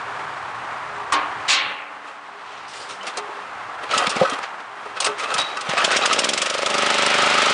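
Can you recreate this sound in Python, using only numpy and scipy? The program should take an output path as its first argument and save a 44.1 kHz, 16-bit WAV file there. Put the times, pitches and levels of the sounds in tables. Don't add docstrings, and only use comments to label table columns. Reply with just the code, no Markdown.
import sys
import numpy as np
from scipy import signal
from scipy.fft import rfft, irfft, next_fast_len
from scipy.io import wavfile
from scipy.ndimage import uniform_filter1d

SR = 44100
rng = np.random.default_rng(int(sys.argv[2]) if len(sys.argv) > 2 else 0)


def master(y):
    cut = np.clip(np.atleast_2d(y).T, -1, 1)
    pcm = np.round(cut * 32767)
    wavfile.write(sys.argv[1], SR, pcm.astype(np.int16))


def invert_db(x):
    u = np.asarray(x, float) / 20
    return 10 ** u


N = 332073
T = np.arange(N) / SR

# time in seconds, rate in Hz.
SPEED = [(5.69, 5.97), (5.8, 6.84), (5.9, 8.08), (6.0, 10.48), (6.1, 14.03), (6.2, 18.2), (6.3, 22.56),
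         (6.42, 24.69), (6.6, 24.73), (6.8, 24.9), (7.1, 25.09), (7.53, 25.35)]
# time in seconds, share 0-1.
LOAD = [(6.3, 0.02), (6.45, 0.13), (6.6, 0.43), (6.72, 0.82), (6.85, 0.91), (7.25, 1), (7.53, 0.98)]
FULL_SPEED_HZ = 25
STEADY_FROM_S = (6.33, 6.37)


def evened(x):
    return x / np.sqrt(np.mean(x ** 2) + 1e-20)


def read(points, hz):
    f, value = np.transpose(points)
    return np.interp(np.log(hz + 1), np.log(f + 1), value)


def curve(rows, off_db=-120):
    s, *columns = np.transpose(rows)
    return [invert_db(np.interp(T, s, c, off_db, off_db)) for c in columns]


def noise(tone):
    size = next_fast_len(N)
    z = rfft(rng.standard_normal(size)) * invert_db(read(tone, np.fft.rfftfreq(size, 1 / SR)))
    return evened(irfft(z, size)[:N])


def wander(hz):
    return evened(signal.lfilter(*signal.butter(1, hz, fs=SR), rng.standard_normal(N)))


def ring(x, modes):
    out = 0
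    for hz, width_hz, db in modes:
        r = np.exp(-np.pi * width_hz / SR)
        pole = r * np.exp(2j * np.pi * hz / SR)
        out = out + invert_db(db) * 2 * signal.lfilter([1 - r], [1, -pole], x).real
    return out


def add(out, s, db, hz, t60, stray):
    part = out[round(s * SR):][:3 * SR // 2]
    t = np.arange(len(part)) / SR
    cycles = hz * np.cumsum(1 + stray[:len(t)]) / SR
    part += invert_db(db - 60 * t / t60) * (1 - np.exp(-t / 0.00061)) * np.sin(2 * np.pi * cycles)


def patchy(x, depth_db):
    _, t, z = signal.stft(x, SR, nperseg=256)
    patches = uniform_filter1d(rng.standard_normal(z.shape), 4, 0)
    patches = evened(uniform_filter1d(patches, 10, 1))
    calm = np.interp(t, (6.4, 6.8), (1, .4))
    return evened(signal.istft(z * invert_db(depth_db * calm * patches), nperseg=256)[1][:N])


def rippled(x):
    z = rfft(x)
    ripple_db = 2.5 * np.interp(np.arange(len(z)), np.linspace(0, len(z), 550), rng.standard_normal(550))
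    return evened(irfft(z * invert_db(ripple_db), len(x)))


def roar():
    # time in seconds, level in dB.
    roar_level = [(0.0, -29.5), (1.1, -31), (1.49, -29), (1.54, -27.5), (1.85, -36.5), (2.3, -38),
                  (3.65, -33), (4.3, -30), (4.65, -35), (5.6, -33), (5.9, -29), (7.53, -65)]
    # frequency in Hz, relative density in dB.
    roar_tone = [(82, -53), (140, -19.5), (371, -11.5), (541, -8), (603, -6), (791, 1), (881, 0.5),
                 (1110, 2.5), (1690, -3.5), (5640, -27.5), (7950, -31.5), (9870, -36), (10400, -71),
                 (13500, -73), (22000, -120)]
    # frequency in Hz, relative level in dB.
    hum_tones = [(118.4, -72), (193.8, -71), (296.1, -67.5), (409.1, -58)]
    lift_db = 35
    hum = 0
    for hz, db in hum_tones:
        level = invert_db(db + lift_db + 6.3 * wander(1.1))
        hum = hum + level * np.sin(2 * np.pi * hz * T + 0.49 * wander(2))
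    return curve(roar_level)[0] * (invert_db(1.0 * wander(30)) * noise(roar_tone) + hum)


def wind():
    # start in seconds, length in seconds, level in dB.
    gust_rows = [(-.3, 1.77, -55.5), (2.403, 0.56, -68), (3.38, 0.94, -61), (4.766, 0.2, -60.5),
                 (5.695, 0.58, -60), (6.875, 0.41, -78)]
    # frequency in Hz, relative density in dB.
    rumble_tone = [(12, -41), (20, -23.5), (108, 11.5), (130, 13), (200, -5), (260, -31), (440, -120)]
    calm_db, rise_s, fall_s = -73.5, 0.12, 0.03
    gain = invert_db(calm_db)
    for s, length, db in gust_rows:
        ramps = np.minimum((T - s) / rise_s, (s + length - T) / fall_s)
        gain = gain + invert_db(db) * np.clip(ramps, 0, 1)
    return gain * invert_db(2.0 * wander(5)) * noise(rumble_tone)


def bangs():
    # start in seconds, level in dB, rise in seconds, hold in seconds, factor on the decay time.
    bang_rows = [(1.121, -15.5, 0.0029, 0.01, 0.79), (1.478, -15, 0.014, 0.042, 1.32)]
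    # frequency in Hz, relative density in dB.
    bang_tones = [
        [(18, -70), (30, -45), (151, -47), (285, -11), (513, -16.5), (900, -4), (1080, 3.5), (1250, -3.5),
         (1700, -9.5), (1920, -10), (6710, -18), (9450, -22.5), (10400, -30), (13500, -85), (22000, -120)],
        [(18, -72), (30, -47), (150, -41), (210, -23), (800, -15.5), (1100, -6), (1500, -4.5), (2200, 0),
         (3200, 0.5), (4300, -0.5), (4700, -4.5), (7000, -7.5), (9700, -19.5), (10400, -50), (22000, -120)],
    ]
    # frequency in Hz, t60 in seconds ahead of the bang's own factor.
    bang_decay = [(30, .05), (170, .05), (300, 1), (1000, 0.9), (2500, 0.69), (3400, 0.4), (4300, 0.35),
                  (4700, 0.21), (7000, 0.12), (10000, 0.072)]
    # frequency in Hz, level in dB, t60 in seconds.
    metal_hum = [(290, -49.5, 4.6), (555, -41, 2), (848, -36, 2.3), (1070, -28, 1.2)]
    # frequency in Hz, relative density in dB.
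    push_tone = [(10, -18), (30, -3), (150, 0), (300, -32), (600, -120)]
    push_db, push_s = -28, 0.0074
    out = 0
    for (s, db, rise, hold, slow), tone in zip(bang_rows, bang_tones):
        hz, t, z = signal.stft(rippled(noise(tone)), SR, nperseg=256)
        fading_s = np.maximum(t - s - rise - hold, 0)
        z = z * invert_db(-60 * fading_s / (slow * read(bang_decay, hz))[:, None])
        burst = signal.istft(z, SR, nperseg=256)[1][:N]
        out = out + invert_db(db) * np.clip((T - s) / rise, 0, 1) * burst
        push = np.exp(-((T - s - push_s) / push_s * 2) ** 2)
        out = out + invert_db(db + push_db) * push * noise(push_tone)
    for hz, db, t60 in metal_hum:
        add(out, bang_rows[1][0] + .01, db, hz, t60, np.zeros(N))
    return out


def rubs():
    rub_rows = [(2.086, 0.14, -35.5, -8), (2.538, 0.93, -48.5, 8.5), (2.75, 0.12, -42.5, 1.5),
                (2.83, .2, -36.5, -5), (2.911, 0.067, -34.5, 0.5), (3.072, 0.16, -30, -2),
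                (3.078, .04, -32, -3), (3.183, 0.068, -30, -4), (3.345, 0.96, -39.5, -6.5),
                (3.838, 0.03, -26.5, -10.5), (3.956, 0.17, -19, 1), (3.915, 0.025, -26, 4),
                (4.003, 0.089, -24, -9), (4.039, 0.083, -26.5, -10), (4.072, 0.026, -24, 10.5),
                (4.125, 0.072, -27, -3), (4.205, .02, -29, 3), (4.166, 0.053, -19.5, 0.5),
                (4.229, 0.18, -20.5, -4), (4.334, 0.12, -25.5, -8), (4.39, .015, -32, -15),
                (4.441, 0.069, -32, 4), (4.605, 0.025, -36, 4), (4.862, 0.4, -38, -7.5),
                (4.972, 0.043, -32, 3), (5.027, 0.063, -28, 3.5), (5.054, 0.074, -34, 6),
                (5.104, 0.12, -32, -7), (5.072, 0.031, -21, 1), (5.199, 0.062, -31, 9),
                (5.242, 0.051, -23, -2.5), (5.309, 0.11, -20.5, -6), (5.392, 0.099, -22, 3),
                (5.502, 0.75, -31.5, -0.5), (5.574, 0.015, -34, -21), (5.67, 0.18, -29.5, -7),
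                (5.88, 0.015, -35, -14)]
    rise_share, ends_db, frame_db = 0.42, -18.5, -6.5
    out = np.zeros((3, N))
    for s, length, db, lead_db in rub_rows:
        away = np.maximum((s - T) / rise_share, (T - s) / (1 - rise_share)) / length
        out += invert_db(db + ends_db * away) * invert_db(np.array([[-lead_db], [lead_db], [frame_db]]))
    return out


def clacks():
    # start in seconds, relative peak in dB, t60 in seconds.
    clack_rows = [(2.68, -41, 0.4), (2.735, -40, .5), (2.8, -45, 0.37), (2.89, -39, .3), (3.03, -37, .04),
                  (3.068, -30, 0.12), (3.171, -24.5, 0.059), (3.183, -32, 0.045), (3.911, -27.5, 0.03),
                  (3.938, -24.5, 0.067), (3.977, -13.5, 0.059), (4.07, -21, 0.018), (4.094, -21, 0.11),
                  (4.163, -24, 0.023), (4.2023, -47, 0.084), (4.2967, -26, 0.057), (4.4298, -38, 0.036),
                  (5.002, -13.5, 0.057), (5.02, -31, .1), (5.0443, -16, 0.071), (5.062, -21, 0.067),
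                  (5.183, -33, 0.2), (5.234, -35, 0.059), (5.3393, -17.5, 0.059), (5.381, -21, 0.07),
                  (5.398, -24, 0.043), (5.415, -26, 0.043), (5.57, -27, 0.036), (5.609, -25.5, 0.065),
                  (5.7763, -28, 0.13), (5.914, -19, 0.069), (7.064, -10, .015)]
    # frequency in Hz, relative density in dB.
    clack_tone = [(180, -44.5), (300, -22), (1210, 3), (2160, -18.5), (2540, 0), (5190, 2), (7300, -4),
                  (9250, -4), (10400, -24), (13500, -56), (22000, -120)]
    hold_s = 0.0058
    shape = 0
    for s, db, t60 in clack_rows:
        fading_s = np.maximum(T - s - hold_s * t60 / .06, 0)
        shape = shape + np.clip((T - s) / 0.0006, 0, 1) * invert_db(db - 60 * (fading_s / t60) ** 0.91)
    return invert_db(-2.5) * shape * patchy(noise(clack_tone), depth_db=1.8)


def knocks():
    # start in seconds, relative peak in dB, place along the sheet 0-1.
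    casing_blows = [(3.935, -13.5, 0.25), (4.006, -16, 0.41), (4.112, -20, 0.48), (4.25, -15.5, 0.32),
                    (4.966, -25, 0.14), (5.061, -24, 0.14), (5.068, -21, 0.36), (5.208, -27.5, 0.3),
                    (5.239, -20, 0.5), (5.299, -24, 0.2), (5.314, -19, 0.26), (5.342, -18.5, 0.2),
                    (5.397, -29, 0.2), (5.57, -22.5, 0.37), (5.776, -12, .47), (5.911, -11.5, 0.05),
                    (6.015, -13, 0.48), (6.109, -19, 0.24)]
    # frequency in Hz, relative level in dB, t60 in seconds.
    casing_ring = [(1160, -9.5, 0.35), (1293, 2.5, 0.12), (2570, -8.5, 0.18), (1508, -5.5, 0.23)]
    # start in seconds, relative peak in dB, place across the drum 0-1.
    drum_blows = [(3.175, -27, 0.35), (4.016, -16.5, 0.12), (4.213, -7.5, 0.42), (4.2205, -13.5, 0.27),
                  (4.234, -12, .48)]
    # frequency in Hz, relative level in dB, t60 in seconds.
    drum_ring = [(538, 4, 0.058), (721, 2.5, 0.096)]
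    # start in seconds, relative peak in dB, place along the tube 0-1, factor on t60.
    frame_blows = [(1.123, -33, 0.23, 0.51), (2.919, -43, .49, 0.28), (3.178, -33, .49, 0.86),
                   (3.293, -31, 0.5, 0.17), (3.836, -24, 0, 0.16), (4.86, -31, 0.5, 0.077),
                   (5.064, -28.5, .49, 0.38), (5.09, -24, .49, 0.22)]
    # frequency in Hz, relative level in dB, t60 in seconds ahead of the blow's factor.
    frame_ring = [(413.6, -0.5, 0.92), (299, 1.5, 0.84), (896, 0.5, 0.35), (569, 6.5, 1)]
    # start in seconds, relative peak in dB, frequency in Hz.
    thump_rows = [(3.966, -25.5, 222), (4.073, -22, 205), (4.163, -20, 233), (4.213, -12, 183),
                  (4.322, -20, 277), (5.348, -30.5, 176), (5.429, -35, 180), (5.688, -22, 160),
                  (5.841, -26, 171)]
    # start in seconds, relative peak in dB, frequency in Hz, t60 in seconds.
    ping_rows = [(3.01, -30, 3030, 0.1), (3.012, -33, 2900, .06), (4.312, -31, 3240, 0.17),
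                 (5.389, -19, 3870, 0.38), (5.393, -17, 3890, 0.06), (5.414, -19, 3730, 0.06),
                 (6.021, -19.5, 3900, 0.099)]
    thump_t60_s = 0.05
    twin_ratio, twin_db = .987, -7
    out, waver = np.zeros(N), .012 * wander(25)
    blows = [(*row, 1, casing_ring) for row in casing_blows]
    blows += [(*row, 1, drum_ring) for row in drum_blows]
    blows += [(*row, frame_ring) for row in frame_blows]
    for s, db, place, slow, modes in blows:
        for k, (hz, mode_db, t60) in enumerate(modes, 1):
            place_db = 20 * np.log10(abs(np.sin(np.pi * k * place)) + 1e-3)
            add(out, s, db + mode_db + place_db, hz, slow * t60, waver[round(s * SR):])
    twins = [(s, db + twin_db, hz * twin_ratio, t60) for s, db, hz, t60 in ping_rows]
    thumps = [(*row, thump_t60_s) for row in thump_rows]
    for row in ping_rows + twins + thumps:
        add(out, *row, waver[round(row[0] * SR):] / 3)
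    return out * invert_db(2.5 * np.clip(wander(40), -3, 1))


def clatter(turns):
    from_share, to_share, until_hz = 0.5, 1.1, 20.8
    rate_hz = np.gradient(turns) * SR
    share = ((turns - from_share) % 1) / (to_share - from_share)
    gate = (turns > from_share) * (share < 1) * np.clip((until_hz - rate_hz) / 4, 0, 1)
    levels_db = np.array((-24, -25, -30))
    return uniform_filter1d(gate, size=150) * invert_db(levels_db)[:, None]


def engine_gain(first_db, free_db, loaded_db, yields, late):
    speed = np.clip(np.interp(T, *np.transpose(SPEED), 0) / FULL_SPEED_HZ, 0, 1)
    load = np.clip(np.interp(T, *np.transpose(LOAD), 0), 0, 1)
    loaded = load ** abs(late)
    free = (speed > 0) * invert_db(first_db + speed * (free_db - first_db)) * (1 - loaded) ** abs(yields)
    return free + invert_db(loaded_db) * loaded


def works(turns):
    # frequency in Hz, width in Hz, gain in dB.
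    casing_modes = [(1120, 40, 3), (1255, 80, 10.5), (1921, 22, 5), (2487, 31, 2), (2700, 16, 5.5),
                    (3140, 29, 1), (3900, 50, -27)]
    # frequency in Hz, relative density in dB.
    scrape_tone = [(410, -25.5), (700, -7), (1090, -4.5), (1270, -1.5), (1580, -5.5), (2690, -5.5),
                   (3770, -9.5), (8700, -27.5), (9740, -33), (10400, -64), (13500, -72), (22000, -120)]
    # frequency in Hz, relative density in dB.
    shudder_tone = [(53, -49), (90, -34), (216, -11), (350, -1.5), (515, 7.5), (728, 4.5), (900, -2.5),
                    (1170, -25.5), (1980, -120)]
    swing_free_db, swing_loaded_db = 2, -0.5
    snap_db, snap_share = 2, 0.42
    load = np.interp(T, *np.transpose(LOAD), 0)
    depth_db = swing_free_db + load * (swing_loaded_db - swing_free_db)
    depth_db = (T > STEADY_FROM_S[0] - .2) * depth_db
    beat_db = depth_db * np.cos(2 * np.pi * (turns - .15))
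    thrum = (depth_db + 1.06 * load) * np.cos(2 * np.pi * (turns - .22))
    settling = np.clip((turns % 1 - snap_share) / (1 - snap_share), 0, 1)
    snap = snap_db * load * uniform_filter1d(1 - 2 * settling, size=40)
    running = [engine_gain(-45, -37, -21, 1, 0.5),
               engine_gain(-26.5, -25.5, -16, 2.5, 4.5),
               engine_gain(-39, -42, -35, 1, 1)]
    rattle, scrape, shudder = rubs() + clatter(turns) + running
    grain = invert_db(np.interp(T, STEADY_FROM_S, [1.7, .8]) * (wander(70) + .7 * wander(400)))
    shaken = patchy(ring(grain * rng.standard_normal(N), casing_modes), depth_db=0.5)
    rubbed = patchy(grain * noise(scrape_tone), depth_db=1.8)
    low = evened(invert_db(2.5 * wander(21)) * noise(shudder_tone))
    out = rattle * invert_db(-9.0 + 3.1 * thrum + snap) * shaken
    out = out + scrape * invert_db(-2.0 + beat_db + .3 * snap) * rubbed
    return out + shudder * invert_db(-1.5) * low


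def valve(turns):
    # frequency in Hz, width in Hz, relative gain in dB.
    valve_ring = [(1280, 70, 0), (700, 600, -19), (1900, 300, -16)]
    share = turns % 1
    knock = (np.diff(np.floor(turns), prepend=0) > 0) * invert_db(1.5 * wander(20))
    rattle = .16 * (share < .4) * np.sin(np.pi * (share + .1) / .5) * rng.standard_normal(N)
    struck = ring((knock + rattle) * (T > LOAD[0][0]), valve_ring)
    return engine_gain(-80, -60, -33.5, 1, 3) * evened(struck)


def drone(turns):
    # multiple of the firing rate, relative level in dB.
    drone_tones = [(1, -48), (2, -39), (3, -49.5), (4, -52.5), (5, -19.5), (6, -12.5), (7, -18), (8, -14),
                   (9, -6.5), (10, -18), (11, -13), (12, -7), (13, -13.5), (14, -26), (15, -6), (16, -6.5),
                   (17, -5), (18, -11), (19, -14), (20, -11.5), (21, -8), (22, -6), (23, 3), (24, -3),
                   (25, -8), (26, -11), (27, -9), (28, -13), (29, -8), (30, -18), (31, -7), (32, -10),
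                   (33, -7.5), (34, -9.5), (35, -4.5), (36, -18)]
    order, db = np.transpose(drone_tones)
    log_gain = np.log(invert_db(np.r_[db[0], db, np.full(28, db[-1] - 30)]))
    phase = 0.66 * signal.hilbert(np.r_[log_gain, log_gain[-2:0:-1]]).imag[1:]
    turns = turns + .002 * wander(8)
    tones = sum(invert_db(d) * np.cos(2 * np.pi * k * (turns - .36) + p) for k, d, p in zip(order, db, phase))
    return evened(tones) * invert_db(0.71 * wander(52))


def pulses(turns, chance):
    # share of the cycle, relative thud in dB, relative ring in dB.
    pulses_catching = [(-.01, 7.5, 3.5), (0.281, 0, 5), (0.6, 5.5, -3)]
    # share of the cycle, relative thud in dB, relative ring in dB.
    pulses_steady = [(0.06, -12, -9.5), (0.329, -15, 4), (0.701, 5, -28)]
    # time in seconds, relative level in dB.
    ring_grows = [(6.34, -9.5), (6.37, -9.5), (6.6, -3), (6.75, 3)]
    # frequency in Hz, width in Hz, relative gain in dB.
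    thud_modes = [(149, 20, -22), (218, 38, 6), (284, 61, 7), (380, 56, 6)]
    # frequency in Hz, width in Hz, relative gain in dB.
    muffler_modes = [(570, 83, 12.5), (487, 190, -7), (790, 310, -14)]
    thud_gain = engine_gain(-50.5, -40.5, -70, 32, 1.9)
    ring_gain = engine_gain(-28, -25.5, -43.5, 11, 7.5)
    rate_hz = np.gradient(turns) * SR
    steady = np.interp(T, STEADY_FROM_S, [0, 1])
    thuds, rings = np.zeros((2, N))
    for k, (early, late) in enumerate(zip(pulses_catching, pulses_steady)):
        share, thud_db, ring_db = (a + steady * (b - a) for a, b in zip(early, late))
        at = np.flatnonzero(np.diff(np.floor(turns - share)) > 0)
        size = invert_db(0.4 * chance[:len(at), k]) / np.sqrt(rate_hz[at] + 1)
        grown_db = np.interp(T[at], *np.transpose(ring_grows))
        thuds[at] += size * invert_db(thud_db[at]) * thud_gain[at]
        rings[at] += size * invert_db(ring_db[at] + grown_db) * ring_gain[at]
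    no_bass = signal.butter(4, 120, "high", fs=SR, output="sos")
    low = signal.sosfilt(no_bass, ring(thuds, thud_modes))
    return invert_db(55.0) * low + invert_db(52.5) * ring(rings, muffler_modes)


def gas_hiss(turns, chance):
    # frequency in Hz, relative density in dB.
    hiss_tone = [(590, -29), (1000, -39), (1340, -5), (1540, 0), (3280, 8.5), (4230, 2.5), (5090, 5),
                 (9630, -4.5), (10400, -23), (13500, -52), (22000, -120)]
    # time in seconds, change in dB.
    firing_strength = [(5.843, 0.1), (5.962, 1.5), (6.055, 0), (6.13, .5), (6.186, 1.5), (6.24, 0.1),
                       (6.289, 0.1), (6.333, 0.1), (6.377, 0.1), (6.42, 3), (6.459, -0.5), (6.5, 0),
                       (6.541, -0.5), (6.585, -2), (6.625, -3), (6.662, 3), (6.745, 1.5), (6.87, 0)]
    valve_lag_s, first_puff_db = 0.00052, -10
    rise_s, catch_rise_s, soft_rise_s = 0.00059, 0.002, 0.0031
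    hold_share, fall_s, tail_db, tail_s = .1, 0.0062, -10, .03
    rate_hz = np.gradient(turns) * SR
    opened = turns - valve_lag_s * rate_hz
    since_s = (opened % 1) / np.maximum(rate_hz, 1)
    firings = [(abs(T - since_s - s) < .015, db) for s, db in firing_strength]
    rise = rise_s + catch_rise_s * np.clip(1 - rate_hz / FULL_SPEED_HZ, 0, 1)
    rise = rise + soft_rise_s * sum(w * (db < 0) for w, db in firings)
    fading_s = np.maximum(since_s - hold_share / np.maximum(rate_hz, 15), 0)
    fall = np.exp(-fading_s / fall_s) + invert_db(tail_db) * np.exp(-since_s / tail_s)
    puff = (1 - np.exp(-since_s / rise)) * fall * invert_db(sum(w * db for w, db in firings))
    cycle = np.clip(opened, 0, 59).astype(int)
    puff = puff * invert_db(.7 * chance[cycle, 0] + .8 * wander(300))
    puff = puff * invert_db(first_puff_db * (opened < 1))
    hiss = (opened > 0) * puff * np.sqrt(25 / np.maximum(rate_hz, 1)) * patchy(noise(hiss_tone), depth_db=1.5)
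    return invert_db(11.5) * engine_gain(-35.5, -28.5, -35, 1.5, 0.53) * hiss


def exhaust(turns):
    chance = rng.standard_normal((60, 3))
    tones = engine_gain(-67, -43, -29, -3, 1.5) * drone(turns)
    return pulses(turns, chance) + gas_hiss(turns, chance) + tones


def scene():
    s, hz = np.transpose(SPEED)
    turns = np.cumsum(np.interp(T, s, hz, 0)) / SR - 1e-3
    engine = works(turns) + clacks() + knocks() + exhaust(turns) + valve(turns)
    no_bass = signal.butter(3, 110, "high", fs=SR, output="sos")
    engine = signal.sosfilt(no_bass, engine)
    reflections = [(.0047, -33), (.011, -38), (.023, -47)]
    echo = sum(invert_db(db) * np.roll(engine, round(lag * SR)) for lag, db in reflections)
    return (engine + echo + roar() + wind() + bangs())[None]


def top_cut(x):
    return signal.sosfilt(signal.butter(12, 10570, fs=SR, output="sos"), x)


def record(dry):
    soft = .8 * np.tanh(dry / .8)
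    edge = signal.firwin(801, 10250, window=("kaiser", 9), fs=SR)
    return top_cut(signal.oaconvolve(soft, edge[None], "same"))


dry = scene()
out = record(dry)
master(out)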